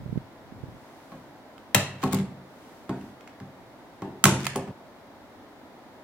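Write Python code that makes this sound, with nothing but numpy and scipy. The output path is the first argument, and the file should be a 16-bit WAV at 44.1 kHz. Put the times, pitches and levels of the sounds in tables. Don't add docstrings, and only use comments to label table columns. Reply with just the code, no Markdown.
import sys
import numpy as np
from scipy import signal
from scipy.fft import rfft, irfft, next_fast_len
from scipy.io import wavfile

SR = 44100
rng = np.random.default_rng(int(sys.argv[2]) if len(sys.argv) > 2 else 0)


def log_audio(samples):
    frames = np.atleast_2d(samples).T
    limited = np.clip(frames, -1, 1)
    pcm = np.round(limited * 32767).astype(np.int16)
    wavfile.write(sys.argv[1], SR, pcm)


N = 266099
RING = 32768
AGE = np.arange(RING) / SR
TIME = np.arange(N) / SR

# (f/Hz, left-right correlation)
LIKENESS = [(100, 0.99), (350, 0.96), (700, 0.95), (1300, 0.65), (2400, 0.14), (4400, -0.11), (8000, -0.24)]


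def amp(db):
    return 10 ** (np.asarray(db) / 20)


def unit(x):
    return x / np.sqrt(np.mean(x ** 2) + 1e-20)


def along(points, hz):
    f, v = np.transpose(points)
    return np.interp(np.log(hz + 1), np.log(f + 1), v)


def fade(t60, age=AGE):
    return np.exp(-np.log(1000) * age / np.maximum(t60, 1e-3))


def rise(seconds):
    return 1 - np.exp(-AGE / seconds)


def filtered(x, response):
    n = x.shape[-1]
    m = next_fast_len(n + 4096)
    spectrum = rfft(x, m) * response(np.fft.rfftfreq(m, 1 / SR))
    return irfft(spectrum, m)[..., :n]


def noise(spectrum, likeness, size):
    hz = np.fft.rfftfreq(size, 1 / SR)
    turn = np.arccos(np.clip(along(likeness, hz), -1, 1)) / 2
    colour = amp(along(spectrum, hz)) * np.array([np.cos(turn), np.sin(turn)])
    mid, side = irfft(rfft(rng.standard_normal((2, size))) * colour, size)
    return unit(np.array([mid + side, mid - side]))


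def uneven(depth_db, rate_hz):
    steps = rng.standard_normal(RING)
    return amp(depth_db * np.interp(AGE * rate_hz, np.arange(RING), steps))


def ringing(modes, scatter_db, detune=0, weight=1):
    hz, db, t60 = np.transpose(modes)[:, :, None]
    loud, sharp = rng.standard_normal((2, len(hz), 1))
    sign = (-1) ** np.arange(len(hz))[:, None]
    tones = np.sin(2 * np.pi * hz * (1 + detune * sharp) * AGE)
    return np.sum(sign * weight * amp(db + scatter_db * loud) * fade(t60) * tones, axis=0)


def add(track, s, sound):
    part = track[:, max(round(s * SR), 0):][:, :sound.shape[-1]]
    part += sound[..., :part.shape[1]]


def in_room(sound, wet_db, build, clump_db=2, clump_rate_hz=250):
    # (f/Hz, t60/s)
    wall_decay = [(150, 0.74), (700, 0.47), (2500, 0.51), (6000, 0.36), (10000, 0.31), (16000, 0.11)]
    hz, t, bands = signal.stft(noise([(1, 0)], LIKENESS, size=RING), SR, nperseg=256)
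    dying = bands * fade(along(wall_decay, hz)[:, None], t)
    tail = signal.istft(dying, SR, nperseg=256)[1][:, :RING]
    tail = unit(tail * uneven(clump_db, clump_rate_hz) * rise(build)) / np.sqrt(RING)
    return sound + amp(wet_db) * signal.fftconvolve(sound[:1], tail, axes=1)[:, :RING]


def room_tone(tone_db=-49.5):
    # (f/Hz, relative level/dB)
    tone_spectrum = [(15, -33), (25, -20.5), (55, -18), (117, -15.5), (170, -10), (256, 0), (451, -7),
                     (607, -4), (1020, -8), (1130, -12), (2110, -17), (2610, -23.5), (3720, -23.5),
                     (8360, -36), (16000, -35.5)]
    # (f/Hz, left-right correlation)
    tone_likeness = [(60, 0.84), (130, 0.92), (290, 0.93), (640, 0.83), (1410, 0.48), (3100, -0.27),
                     (6820, 0.0088), (15000, -0.062)]
    return amp(tone_db) * noise(tone_spectrum, tone_likeness, size=N)


def sleeve(resting_db=-77):
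    # (middle t/s, length/s, level at the middle/dB, added to the resting hiss)
    strokes = [(0.99, 0.96, -63), (2.695, 0.63, -61), (3.032, 0.37, -61.5), (3.9, .6, -78)]
    # (f/Hz, relative level/dB)
    cloth_spectrum = [(300, -10.5), (1000, 5), (4000, -4), (8000, -6.5), (16000, -12)]
    speed = np.zeros(N)
    for s, length, db in strokes:
        phase = np.clip((TIME - s) / length, -.5, .5)
        speed += amp(db) * np.cos(np.pi * phase) ** 2
    return (amp(resting_db) + speed) * noise(cloth_spectrum, LIKENESS, size=N)


def camera(bump_hz=150, bump_db=2, width=0.0041):
    # (start t/s, end t/s, added rumble level/dB)
    regrips = [(0.0, 0.18, -40), (0.58, 0.739, -48)]
    # (t/s, relative level/dB)
    bumps = [(0.061, -37), (0.094, -38.5), (0.127, -31.5), (0.158, -34.5), (0.175, -28.5), (0.524, -47),
             (0.637, -37), (0.686, -46)]
    # (f/Hz, relative level/dB)
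    grip_spectrum = [(20, 4), (60, -3), (110, 5), (200, -1.5), (350, -13.5), (900, -52.5)]
    attack_s, release_s, resting_grip_db = 0.1, .03, -60.5
    bump_pan_db = -22
    grip = amp(resting_grip_db)
    for start, end, db in regrips:
        before = np.maximum(start - TIME, 0) / attack_s
        after = np.maximum(TIME - end, 0) / release_s
        grip = grip + amp(db) * np.exp(-before - after)
    out = grip * noise(grip_spectrum, [(30, 0.57), (150, 0.61)], size=N)
    t = AGE - 2 * width
    for s, db in bumps:
        pitch = bump_hz * np.exp(0.17 * rng.standard_normal())
        thud = np.sin(2 * np.pi * pitch * t) * np.exp(-(t / width) ** 2)
        tap = amp(-6) * np.sin(2 * np.pi * 340 * t) * np.exp(-(t / 0.0014) ** 2)
        pan_db = np.array([[.5], [-.5]]) * bump_pan_db
        add(out, s - 1.7 * width, amp(db + bump_db + pan_db) * (thud + tap))
    return out


def shell(boom_db=-7, clack_db=7, frame_db=-5.5, spot_octaves=0.47):
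    # (t/s, relative boom level/dB, relative clack level/dB, favoured f/Hz)
    knocks = [(1.12, -41, -40.5, 180), (1.748, -13, -29, 125), (2.034, -15.5, -24.5, 260),
              (2.132, -13.5, -31, 193), (2.188, -19, -43.5, 155), (2.893, -19, -33, 240),
              (3.404, -28, -52, 115), (4.021, -26, -34.5, 200), (4.241, -11, -31.5, 150),
              (4.255, -12.5, -19.5, 170), (4.557, -19, -28, 384), (4.676, -25.5, -40, 109)]
    # (f/Hz, relative level/dB, t60/s)
    shell_modes = [(97.6, -1, 0.19), (108.2, 3, 0.15), (135.9, -7, 0.67), (151.8, -4, 0.22),
                   (193.6, 2.5, 0.31), (255.2, -1.5, 0.3), (322.3, -14, 0.37), (390, -2, 0.25),
                   (423, -10.5, 0.16), (526, -13, 0.25)]
    # (centre f/Hz, relative level/dB, t60/s)
    frame_modes = [(646, -18, 0.05), (772, -4.5, 0.096), (863, -6, 0.16), (898, -1.5, 0.024),
                   (1028, -13, 0.099), (1100, 4, 0.095)]
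    # (f/Hz, relative level/dB)
    clack_spectrum = [(60, -20), (130, 6.5), (400, -2), (560, -4), (850, -1.5), (1200, -14), (2200, -22),
                      (6000, -41)]
    out = np.zeros((2, N))
    panel_hz = np.array(shell_modes)[:, :1]
    for s, db, hard_db, spot_hz in knocks:
        nearness = 1 / np.hypot(1, np.log2(panel_hz / spot_hz) / spot_octaves)
        panels = ringing(shell_modes, scatter_db=1, weight=nearness)
        boom = amp(db + boom_db) * panels * rise(0.0039)
        rim = amp(frame_db) * ringing(frame_modes, scatter_db=4.0, detune=.015)
        clack = amp(clack_db) * noise(clack_spectrum, LIKENESS, size=RING) * fade(0.062) * rise(0.0025)
        add(out, s, in_room(boom[None], wet_db=-15, build=.012))
        add(out, s, amp(hard_db) * (rim + in_room(clack, wet_db=-0.5, build=0.0053)))
    return out


def levers(lever_hz=9500, lever_t60_s=.09):
    # (t/s, level at the start/dB)
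    pings = [(2.038, -50), (2.126, -41), (4.451, -49), (4.559, -37)]
    out = np.zeros((2, N))
    for s, db in pings:
        add(out, s, amp(db) * np.sin(2 * np.pi * lever_hz * AGE) * fade(lever_t60_s))
    return out


def clasp_colour(s):
    # (f/Hz, relative level/dB)
    crack_left = [(200, -36.5), (550, -1), (900, -0.5), (1400, -2), (2300, -2), (3900, -1.5), (5000, -8.5),
                  (7500, -5), (10000, -11), (13500, -10), (16000, -10)]
    crack_right = [(200, -32.5), (550, -9), (900, -1.5), (2200, 0), (3000, -2), (4000, -5.5), (5000, -3.5),
                   (7000, -2.5), (9600, -5), (12000, -10.5), (16000, -10.5)]
    crossing_s = 2.5
    return crack_left if s < crossing_s else crack_right


def scrapes(grain_db=5, grain_rate_hz=350, dull_hz=4500):
    # (start t/s, length/s, relative level/dB)
    pulls = [(1.981, 0.13, -45.5), (2.087, 0.14, -42), (4.366, 0.15, -41)]
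    out = np.zeros((2, N))
    for s, length, db in pulls:
        slips = noise(clasp_colour(s), LIKENESS, size=RING) * uneven(grain_db, grain_rate_hz)
        grit = filtered(slips, lambda f: 1 / np.hypot(1, f / dull_hz))
        pull = np.sin(np.pi * np.minimum(AGE / length, 1))
        add(out, s, amp(db) * unit(grit) * pull)
    return out


def contact(s, db, bright_db, pan_db, t60, crack_db=2, steel_db=-15, hinge_hz=5000):
    # (centre f/Hz, relative level/dB, t60/s)
    steel_modes = [(1330, -0.5, 0.033), (1678, -8.5, 0.032), (2087, -2.5, 0.054), (2485, -5.5, 0.033),
                   (3146, -10, 0.017), (3850, -10, 0.045), (4100, -12, 0.022), (6905, -4, 0.019),
                   (9800, -8, .015), (14300, -15.5, .015)]
    crack_likeness = [(500, 0.83), (2000, 0.23), (8000, 0.73)]
    port_lag = 0.017 / 343
    side = np.array([[.5], [-.5]])
    ring = amp(steel_db) * ringing(steel_modes, scatter_db=-2.5, detune=0.015)
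    crack = amp(crack_db) * noise(clasp_colour(s), crack_likeness, size=RING)
    crack = crack * fade(t60) * rise(0.00073)
    echoes = in_room(crack, wet_db=-5.0, build=0.00297) - crack
    lead = side * port_lag * np.sign(pan_db)

    def at_microphones(f):
        return amp(side * pan_db * f / (f + 2500)) * np.exp(2j * np.pi * f * lead)

    direct = filtered(crack + ring, at_microphones)
    return filtered(direct + echoes, lambda f: amp(db + bright_db * f ** 2 / (f ** 2 + hinge_hz ** 2)))


def clasps():
    # (t/s, relative level/dB, treble/dB, left over right in the treble/dB)
    clicks = [(1.746, -4.5, 1.5, 12.5), (1.7487, -4.5, 0.5, 4), (2.029, -22.5, -10, -5),
              (2.037, -23, 1, 8.5), (2.126, -34, 9, 23), (2.131, -22, 8, 6), (2.145, -32, 6.5, 30),
              (2.187, -29.5, -13, 23), (4.2399, -1, 3, -1), (4.2541, -3.5, -4.5, -9), (4.454, -21, -8, 12),
              (4.467, -9.5, -13.5, -14.5), (4.559, -25, 4.5, -4)]
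    # (t/s, relative level/dB)
    taps = [(0.177, -39), (1.118, -39), (1.58, -35.5), (2.893, -25), (3.011, -38), (3.208, -36.5),
            (3.275, -32), (3.401, -36), (4.02, -32), (4.676, -41)]
    out = np.zeros((2, N))
    for s, db, bright_db, pan_db in clicks:
        add(out, s, contact(s, db, bright_db, pan_db, t60=0.013))
    for s, db in taps:
        add(out, s, contact(s, db, bright_db=-18.5, pan_db=-6, t60=0.015))
    return out


def scene():
    cut_s, cut_fade_s = 4.712, .012
    cut = np.clip(1 - (TIME - cut_s) / cut_fade_s, 0, 1)
    suitcase = clasps() + scrapes() + levers() + shell()
    return suitcase * cut + camera() + sleeve() + room_tone()


def record(dry, low_cut_hz=55, top_hz=16100):
    high_pass = signal.butter(2, low_cut_hz, "highpass", fs=SR, output="sos")
    thin = signal.sosfilt(high_pass, dry)
    return filtered(np.clip(thin, -1, 1), lambda hz: 1 / (1 + (hz / top_hz) ** 120))


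dry = scene()
out = record(dry)
log_audio(out)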